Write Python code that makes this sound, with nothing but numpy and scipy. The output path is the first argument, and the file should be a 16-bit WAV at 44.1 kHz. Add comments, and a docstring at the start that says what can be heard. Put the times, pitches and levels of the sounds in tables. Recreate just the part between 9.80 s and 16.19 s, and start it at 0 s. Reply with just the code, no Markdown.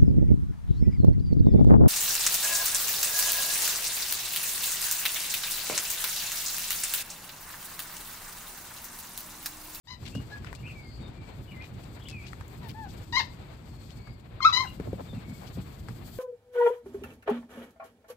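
"""On a wooden deck outdoors, close to a food bowl, puppies jostle round their mother before a two-port microphone.
Sharp yelps and fainter whimpers are harmonic stacks shaped by throat and mouth; thin squeaks are near-pure whistles.
Paws ring the board modes, claws and food click in bursts of noise, and scuffs are swelling bands of grit.
Filtered noise makes the low outdoor rumble and faint hiss; far birds and one faint whine are smeared, gliding tones.
Echoes and a short scatter place the puppies' voices in the yard."""
import sys
import numpy as np
from scipy import signal
from scipy.fft import rfft, irfft
from scipy.io import wavfile
from scipy.ndimage import map_coordinates

SR = 44100
rng = np.random.default_rng(int(sys.argv[2]) if len(sys.argv) > 2 else 0)


def unload_wav(signal):
    """Save mono or channel-first audio to the path in sys.argv[1] as 16-bit WAV at rate SR, clipped to [-1, 1]."""
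    wavfile.write(
        sys.argv[1],
        SR,
        np.round(np.clip(np.atleast_2d(signal).T, -1, 1) * 32767).astype(np.int16),
    )


N = 281700
TIME = np.arange(N) / SR   # s
FREQS = np.maximum(np.arange(N // 2 + 1) * SR / N, 1)   # Hz

# All levels below are relative; each source sets its own final trim.
# Low outdoor noise over time. Each row: time in seconds, level in dB.
RUMBLE_LEVEL = [(.25, -43.5), (.4, -45.5), (.9, -45), (2.9, -45), (3.9, -47), (4.55, -47), (4.8, -45),
                (5.3, -44), (6.39, -45)]
# Treble of the open air over time. Each row: time in seconds, hiss level in dB, top fizz level in dB.
TREBLE_LEVELS = [(0.1, -87.5, -87), (0.27, -63.5, -72.5), (0.5, -72, -77.5), (1.43, -76.5, -85),
                 (1.62, -77, -77), (2.52, -71, -78), (2.69, -76.5, -75.5), (3.3, -69.5, -75),
                 (3.72, -80, -84), (4.11, -70, -76.5), (4.36, -88.5, -88), (4.67, -89.5, -84),
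                 (4.79, -70.5, -70.5), (5.37, -75, -79), (5.69, -66, -69), (6.11, -74.5, -75),
                 (6.32, -66.5, -64.5), (6.39, -63, -61.5)]
# Spectrum of the air in bass and middle. Each row: frequency in Hz, level in dB.
AIR_SPECTRUM = [(15, -43.5), (25, -15.5), (53, -1), (116, -3.5), (361, -15.5), (513, -20), (637, -21),
                (691, -20), (1930, -28.5), (2260, -26.5), (2970, -32), (4450, -30), (5670, -45),
                (7830, -32.5), (15800, -37)]
# Spectrum of the hiss. Each row: frequency in Hz, level in dB.
HISS_SPECTRUM = [(1760, -37), (3000, -0.5), (3450, -1.5), (3620, -6), (3930, -7), (4430, 0.5), (5650, -9.5),
                 (6400, -9), (7830, -3), (9060, -8), (13100, -2.5), (15200, -4), (15800, -31)]
# Likeness of the noise at the two ports. Each row: frequency in Hz, correlation from 0 to 1.
PORT_LIKENESS = [(60, 0.95), (130, 0.97), (290, 0.79), (640, 0.11), (1400, 0.021), (12000, 0.14)]
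# Soft whimpers. Each row: start in seconds, length in seconds, start, middle and end pitch in Hz,
# level in dB, brightness in dB, mouth resonance in Hz, roughness (0 is steady).
WHIMPERS = [(0.071, 0.08, 905, 1017, 948, -50, 7.5, 1550, 0.42),
            (0.499, 0.051, 777, 818, 876, -56.5, 3, 1700, 0.3),
            (2.812, .085, 1037, 917, 840, -54.5, -3.5, 1000, 0.3),
            (2.944, .135, 837, 885, 718, -47, -15, 920, 0.11)]
# Three loud yelps, one curve each. Each row: time in seconds, pitch in Hz, level in dB,
# brightness in dB, mouth resonance in Hz, roughness (0 is steady).
YELPS = [
    [(3.323, 1018, -47, 6, 2000, 1), (3.331, 925, -37.5, 2.5, 2100, 0.48), (3.345, 963, -28, -5.5, 2300, 0),
     (3.36, 995, -34.5, 10.5, 2220, .45), (3.375, 1066, -19.5, -8.5, 2100, 0),
     (3.386, 1045, -31, 5.5, 2070, 0.36), (3.396, 983, -27.5, 2, 970, 0.58),
     (3.403, 922, -30.5, 3.5, 1830, 0.57), (3.416, 873, -45, 5, 1570, 1.2)],
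    [(4.604, 1327, -26.5, -21, 1300, 0.25), (4.613, 1054, -38, -14, 1900, 0),
     (4.63, 1043, -28.5, 1.5, 4350, 0), (4.643, 1078, -27, -5, 1900, 0.03),
     (4.651, 1249, -15, -7.5, 1400, 0.05), (4.66, 1319, -12.5, -13, 1330, 0.08),
     (4.678, 1305, -23, -5, 1300, 0.26), (4.685, 1228, -33.5, -1.5, 1300, .73),
     (4.71, 1110, -33.5, -5.5, 1300, .8)],
    [(4.725, 1008, -32.5, -3, 3930, 0), (4.733, 982, -33.5, 8.5, 3770, 0.1),
     (4.762, 990, -31.5, 7, 4240, 0.17), (4.776, 1036, -23.5, 2, 2600, 0.05),
     (4.79, 1019, -32, -8, 2200, .15), (4.808, 1064, -25, -2.5, 1260, 0), (4.83, 1009, -37, -4, 1100, .28),
     (4.84, 900, -42, -15, 1260, 0.7), (4.862, 713, -48, -13, 1500, 0)],
]
# Throat colour of the cries. Each row: frequency in Hz, gain in dB.
THROAT = [(600, 3.5), (1000, -1.5), (1350, -2), (2050, -2), (2600, -11.5), (3350, -8), (3950, 0.5),
          (4600, -6), (5150, -10), (5600, -12), (6200, -14), (7000, -21), (7500, -28.5), (9500, -59.5),
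          (12500, -28), (16000, -50)]
# House wall, kennel and fence. Each row: delay in seconds, level in dB.
ECHOES = [(0.0189, -4.5), (.034, -14), (.047, -21.5)]
# Cries from the bowl as they reach the right port. Each row: frequency in Hz, gain in dB.
CRY_RIGHT = [(1000, -3.5), (1300, 4), (1600, 1.5), (2000, 0), (3000, -4), (4000, -1), (6000, -7), (9000, 3)]
# Clearest clicks of claws and food. Each row: start in seconds, level in dB, centre in Hz.
CLICKS = [(.227, -47, 1960), (.2834, -46, 4080), (.3503, -39, 1890), (.646, -44, 1600), (.729, -41.5, 1280),
          (.7498, -47, 4300), (.8782, -45, 1400), (2.0348, -51.5, 4200), (2.1994, -48.5, 1300),
          (2.2854, -41, 3500), (2.2986, -47, 3550), (2.532, -42, 1250), (2.602, -55, 12000),
          (2.6095, -41, 1400), (2.6803, -50, 9900), (3.7357, -47.5, 1780), (4.272, -47.5, 1200),
          (5.0002, -44, 1180), (5.8592, -52, 1300), (6.0858, -40, 1500), (6.2654, -62, 11000)]
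# Paws and fur brushing the boards. Each row: start in seconds, length in seconds, centre in Hz, level in dB.
SCUFFS = [(0.243, 0.055, 3000, -40), (0.621, 0.11, 1830, -47.5), (1.795, 0.095, 2670, -49),
          (2.436, 0.085, 3330, -47), (2.273, .038, 6650, -62), (2.862, 0.064, 12500, -52),
          (2.877, 0.052, 3200, -43), (3.072, .063, 3670, -50.5), (4.082, 0.051, 3130, -50.5),
          (5.045, .059, 395, -36.5), (5.169, 0.06, 565, -37.5), (5.596, 0.064, 880, -46.5),
          (5.656, 0.044, 3570, -48)]
# Whistled squeaks. Each row: start in seconds, length in seconds, start, middle and end pitch in Hz,
# level in dB.
SQUEAKS = [(0.321, 0.081, 2550, 2860, 2800, -45.5), (.515, 0.053, 1675, 1682, 1650, -39),
           (.765, 0.047, 2640, 2760, 2920, -56), (0.829, 0.055, 2314, 2530, 2830, -42.5),
           (0.883, 0.034, 2720, 2580, 2270, -42.5), (.95, 0.059, 2310, 2298, 2205, -45),
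           (1.02, 0.09, 2240, 2140, 2140, -53), (1.21, 0.067, 3800, 3680, 3620, -53.5),
           (1.676, 0.058, 2970, 2910, 2780, -49), (1.706, 0.031, 2920, 2370, 2220, -47.5),
           (1.742, 0.069, 2130, 2050, 2100, -47), (1.801, 0.03, 2190, 2430, 2400, -43),
           (2.196, .045, 2830, 3370, 2950, -49.5), (2.25, 0.035, 2870, 3180, 3650, -45.5),
           (2.29, 0.14, 2720, 2443, 2205, -44.5), (2.418, 0.0407, 2390, 2506, 2200, -47.5),
           (4.86, 0.046, 2760, 2846, 2760, -39.5), (5.285, 0.039, 3680, 3600, 3530, -47.5),
           (5.346, 0.056, 2740, 2640, 2340, -54)]
# Paws landing on the boards. Each row: start in seconds, boom level in dB, knock level in dB.
PAWS = [(.352, -29.5, -38.5), (.378, -33.5, -52), (0.84, -47, -59), (4.999, -38, -33), (5.081, -33, -58),
        (5.131, -34.5, -30.5), (5.205, -36, -59), (5.331, -34.5, -45.5), (5.366, -31.5, -55),
        (5.483, -35, -47), (5.511, -35, -53), (5.772, -30.5, -41), (6.09, -37, -50.5)]
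# Nominal deck modes. Each row: frequency in Hz, width in Hz, level in dB.
BOARD_MODES = [(125, 15.3, 2.5), (184, 17.8, 5), (250, 24.8, 5)]
# Far birds, and one faint whine near 2.2 kHz at 5.41 s. Each row: start in seconds, length in seconds,
# start and end pitch in Hz, smear rate in Hz, level in dB.
BIRDS_AND_WHINE = [(0.974, 0.32, 4600, 4510, 692, -61.5), (1.32, 0.27, 2410, 2190, 99, -64),
                   (3.784, 0.65, 4300, 4400, 126.7, -69), (4.111, .3, 2330, 2110, 69, -66.5),
                   (4.204, 0.18, 4530, 4800, 400, -68), (5.41, .2, 2200, 2230, 91, -62)]
# The duller right port. Each row: frequency in Hz, gain in dB.
RIGHT_SHADE = [(60, -4), (110, 4), (200, -4), (380, -2.5), (700, -4.5), (1300, -8), (2400, -7.5),
               (4400, -15), (6200, -19.5), (8100, -18.5), (11000, -4), (15000, 1)]

ONSET_DB, CREST_SHARE, ENDING_DB = -8.5, 0.56, -9   # every soft call swells to one crest and sinks again
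CLICK_DB_PER_OCTAVE = 9   # every click weakens away from its centre
NIBBLE_DB, NIBBLE_SPREAD_DB, NIBBLE_HZ = -58.5, 4, 3000   # fainter clicks at random
SWELL_S, SWELL_DB = 0.24, 24   # rumble and middle rise at the start: over this time, by this much
PORT_LAG_S = 0.00012
CUTOFF_HZ = 15900


def from_db(db):
    """Decibels to gain."""
    return 10 ** (np.asarray(db) / 20)


def rms_one(x):
    """Scale to unit power."""
    return x / np.sqrt(np.mean(x ** 2) + 1e-20)


def curves(rows, t):
    """Each column of a table at the times t."""
    s, *columns = np.transpose(rows)
    return [np.interp(t, s, column) for column in columns]


def at_hz(points, hz):
    """Read a spectrum on a log-frequency axis."""
    f, value = np.transpose(points)
    return np.interp(np.log(hz), np.log(f), value)


def colour(x, spectrum):
    """Shape a signal by a spectrum in dB."""
    return irfft(rfft(x) * from_db(at_hz(spectrum, FREQS)), N)


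def band(x, low_hz, high_hz, order=2):
    """Causal band-pass."""
    sos = signal.butter(order, [low_hz, high_hz], "band", fs=SR, output="sos")
    return signal.sosfilt(sos, x + 1e-18)


def drift(rate, size):
    """Smooth random wandering through unit-spread knots, rate of them a second."""
    knots = rng.standard_normal(int(size / SR * rate) + 4)
    return map_coordinates(knots, [np.arange(size) * rate / SR + 1], order=2)


def stereo_noise():
    """White noise, alike at both ports in the bass and nearly unrelated in the treble."""
    mid, side = rfft(rng.standard_normal((2, N)))
    alike = at_hz(PORT_LIKENESS, FREQS)
    return irfft(np.sqrt(1 + alike) * mid + np.sqrt(1 - alike) * side * [[1], [-1]], N)


def bursts(times, levels_db, t60, crack=0):
    """Envelope of sudden contacts: a brief crack on top of a dying tail."""
    out, t = np.zeros(N), np.arange(SR // 2) / SR
    shape = from_db(-60 * t / t60) + crack * np.exp(-t / 0.0025)
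    for s, db in zip(times, levels_db):
        tail = out[int(s * SR):int(s * SR) + len(t)]
        tail += from_db(db) * shape[:len(tail)]
    return out


def background(rumble_db=2, middle_db=-7, hiss_db=-61.5, fizz_db=-70,
               hiss_follows=0.69, fizz_follows=0.9, lump_db=2, flicker_db=2.5):
    """A lumpy low rumble under a faint hiss that swells and sinks, all of it filtered noise."""
    low_db, = curves(RUMBLE_LEVEL, TIME)
    hiss_swing, fizz_swing = [db - db.mean() for db in curves(TREBLE_LEVELS, TIME)]
    rumble = rms_one(band(colour(stereo_noise(), AIR_SPECTRUM), 27, 377, order=3))
    middle = rms_one(band(colour(stereo_noise(), AIR_SPECTRUM), 386, 4240, order=3))
    out = rumble * from_db(rumble_db + lump_db * drift(23, N))
    out += middle * from_db(middle_db + flicker_db * drift(35, N))
    out *= from_db(low_db - SWELL_DB * np.clip(1 - TIME / SWELL_S, 0, 1))

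    treble = colour(stereo_noise(), HISS_SPECTRUM)
    hiss = rms_one(band(treble, 3250, 8570, order=5))
    fizz = rms_one(band(treble, 9470, 17000, order=4))
    flicker = flicker_db * drift(50, N)   # hiss and fizz flicker together
    out += hiss * from_db(hiss_db + hiss_follows * hiss_swing + flicker)
    out += fizz * from_db(fizz_db + fizz_follows * fizz_swing + flicker)
    return out


def span(start_s, end_s):
    """Samples of one call, and a gate with 2 ms soft ends."""
    i = np.arange(int(start_s * SR), int(end_s * SR))
    return i, np.clip(np.minimum(i - i[0], i[-1] - i) / (0.002 * SR), 0, 1)


def soft_call(s, length, start_hz, middle_hz, end_hz, db):
    """A short call bends through three pitches while it swells and sinks: samples, gate, pitch, level."""
    i, gate = span(s, s + length)
    along = np.linspace(0, 1, len(i))
    pitch = np.polyval(np.polyfit([0, 0.5, 1], [start_hz, middle_hz, end_hz], 2), along)
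    rising_db = ONSET_DB * (1 - along / CREST_SHARE) ** 2
    sinking_db = ENDING_DB * ((along - CREST_SHARE) / (1 - CREST_SHARE)) ** 2
    return i, gate, pitch, db + np.where(along < CREST_SHARE, rising_db, sinking_db)


def cry_controls():
    """For each yelp and whimper: samples, gate, pitch, level, brightness, mouth resonance, roughness."""
    for rows in YELPS:
        i, gate = span(rows[0][0], rows[-1][0])
        yield i, gate, *curves(rows, i / SR)
    for *call, bright_db, mouth_hz, rough in WHIMPERS:
        yield *soft_call(*call), bright_db, mouth_hz, rough


def cries(jitter=0.039, shimmer=0.94, mouth_db=7, mouth_width_hz=300, rasp_db=-7, fray=0.1):
    """Vocal folds sound a harmonic stack through throat and mouth; strain makes it unsteady and raspy."""
    voice, rasp = np.zeros((2, N))
    for i, gate, pitch, level_db, bright_db, mouth_hz, rough in cry_controls():
        pitch = pitch * (1 + jitter * rough * drift(350, len(i)))
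        phase = 2 * np.pi * np.cumsum(pitch) / SR
        for k in range(1, 15):
            hz = k * pitch
            mouth = mouth_db / (1 + ((hz - mouth_hz) / mouth_width_hz) ** 2)
            press = bright_db * np.clip((hz - 1400) / 2000, 0, 1)   # positive brightness lifts upper harmonics
            gain = from_db(level_db + at_hz(THROAT, hz) + mouth + press)
            gain = gain * (1 + shimmer * rough * drift(321.5, len(i)))
            slip = fray * k * rough * drift(600, len(i))   # uneven closures blur the high harmonics most
            voice[i] += np.sqrt(2) * gate * gain * np.sin(k * phase + slip)
        rasp_gain = from_db(level_db + bright_db * 0.81 + rasp_db)
        rasp[i] += gate * rough * rasp_gain * (1 + np.cos(phase))   # breath pulses once a cycle
    breath = rms_one(band(colour(rng.standard_normal(N), THROAT), 1200, 15000))
    return voice + rasp * breath


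def yard(x, tail_db, tail_t60, echo_db):
    """Walls return a few echoes, the railing a short scatter."""
    t = np.arange(SR // 2) / SR
    decay = from_db(-60 * t / tail_t60) * np.clip(t / 0.0024, 0, 1)
    scatter = rng.standard_normal((2, len(t))) * decay
    response = from_db(tail_db) * scatter / np.sqrt(np.sum(scatter[0] ** 2))
    for delay, db in ECHOES:
        response[0, int(delay * SR)] += from_db(db + echo_db)
        response[1, int((delay + 0.0003) * SR)] += from_db(db + echo_db)   # right port a little later
    return x + signal.fftconvolve(x[None], response, axes=1)[:, :N]


def nibbles(count):
    """Faint clicks scattered at random, within an octave of their centre: rows as in CLICKS."""
    when, size, pitch = rng.random((count, 3)).T
    level_db = NIBBLE_DB + NIBBLE_SPREAD_DB * (2 * size - 1)
    return np.column_stack([when * TIME[-1], level_db, NIBBLE_HZ * 2 ** (2 * pitch - 1)])


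def clicks(low_db=1, middle_db=2, high_db=1, top_db=1, grain_db=4):
    """Claws and food crackle against wood and bowl in short gritty bursts; the treble dies soonest."""
    s, db, centre_hz = np.vstack([CLICKS, nibbles(count=12)]).T
    out, noise = 0, stereo_noise()
    # Each row: low edge in Hz, high edge in Hz, trim in dB, decay by 60 dB in seconds.
    bands = [(812, 1960, low_db, 0.068), (2260, 5800, middle_db, 0.11),
             (5530, 8000, high_db, 0.045), (11000, 17300, top_db, 0.023)]
    for low_hz, high_hz, band_db, t60 in bands:
        octaves = np.abs(np.log2(np.sqrt(low_hz * high_hz) / centre_hz))
        envelope = bursts(s, db + band_db - CLICK_DB_PER_OCTAVE * octaves, t60, crack=1.0)
        out = out + rms_one(band(noise, low_hz, high_hz)) * envelope
    return out * rms_one(from_db(grain_db * drift(700, N)))


def scuffs(grain_db=3.5, spread=1.56):
    """Paws and fur rub the boards: short gritty swishes that swell and fade."""
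    out = np.zeros((2, N))
    for s, length, centre_hz, db in SCUFFS:
        i = np.arange(int(s * SR), int((s + length) * SR))
        grit = rng.standard_normal((2, len(i))) * from_db(grain_db * drift(400, len(i)))
        swish = rms_one(band(grit, centre_hz / spread, centre_hz * spread))
        out[:, i] += from_db(db) * swish * np.hanning(len(i))
    return out


def squeaks(waver=0.014, flutter_db=2.5, fray=0.44):
    """Nearly pure whistles that waver, and fray into breathy noise where they glide fast."""
    out = np.zeros(N)
    for call in SQUEAKS:
        i, gate, pitch, db = soft_call(*call)
        glide = np.abs(np.gradient(np.log(pitch))) * SR
        unsteady = np.clip(glide / 4, 0.15, 1)
        pitch = pitch * (1 + waver * unsteady * drift(338, len(i)))
        phase = 2 * np.pi * np.cumsum(pitch) / SR
        breath = drift(937, len(i)) * np.sin(phase) + drift(910, len(i)) * np.cos(phase)
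        level = from_db(db + flutter_db * drift(126, len(i)))
        out[i] += gate * level * (np.sin(phase) + fray * unsteady * breath)
    return out


def paws(knock_db=10, knock_hz=430, knock_decay_s=0.00092, rattle_db=-14, rattle_t60=0.085):
    """A paw gives one soft knock, then the boards boom in their modes and rattle."""
    s, boom, knock = np.transpose(PAWS)
    out, t = np.zeros(N), np.arange(SR // 4) / SR
    push = t / knock_decay_s * np.exp(1 - t / knock_decay_s)
    for at, boom_level, knock_level in zip(s, boom, knock):
        ring = 0
        for hz, width_hz, db in BOARD_MODES:
            mode_hz = hz * (1 + 0.086 * rng.standard_normal())   # each landing detunes the modes
            ring = ring + from_db(db) * np.exp(-np.pi * width_hz * t) * np.sin(2 * np.pi * mode_hz * t)
        thud_hz = knock_hz * (1 + 0.096 * rng.standard_normal())
        thud = push * np.sin(2 * np.pi * thud_hz * t)
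        step = from_db(boom_level) * ring * (1 - np.exp(-t / 0.0047))
        step += from_db(knock_level + knock_db) * thud
        tail = out[int(at * SR):int(at * SR) + len(t)]
        tail += step[:len(tail)]
    rattle = rms_one(band(stereo_noise(), 290, 620))
    return out + rattle * bursts(s, knock + knock_db + rattle_db, rattle_t60)


def birds_and_whine(level_db):
    """Far bird calls, smeared by distance, and one faint whine: each a soft narrow band of sound."""
    out = np.zeros((2, N))
    for s, length, start_hz, end_hz, width_hz, db in BIRDS_AND_WHINE:
        i = np.arange(int(s * SR), min(int((s + length) * SR), N))
        phase = 2 * np.pi * np.cumsum(np.linspace(start_hz, end_hz, len(i))) / SR
        for port in out:
            smear = drift(width_hz, len(i)) * np.sin(phase) + drift(width_hz, len(i)) * np.cos(phase)
            port[i] += from_db(db + level_db) * smear * np.hanning(len(i)) ** 0.5
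    return out


def scene():
    """Puppies, their feet and the open air at the two ports."""
    left, right = yard(cries(), tail_db=-12, tail_t60=0.3, echo_db=-4)
    right = np.interp(TIME - PORT_LAG_S, TIME, colour(right, CRY_RIGHT))   # cries reach the left port first
    voices = np.array([left, right])
    whistles = yard(squeaks(), tail_db=-10, tail_t60=0.3, echo_db=1)
    whistles = whistles * from_db([[-1], [3]])   # lifted at the right port
    return background() + voices + clicks() + scuffs() + whistles + paws() + birds_and_whine(level_db=7)


def record(dry):
    """The right port is muffled; the recorder fades in and cuts the top."""
    ports = np.array([dry[0], colour(dry[1], RIGHT_SHADE)])
    fade = np.clip((TIME - 0.03) / 0.024, 0, 1) ** 2
    top_cut = signal.ellip(10, 0.1, 80, CUTOFF_HZ, fs=SR, output="sos")
    return signal.sosfilt(top_cut, ports * fade)


dry = scene()
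out = record(dry)
unload_wav(out)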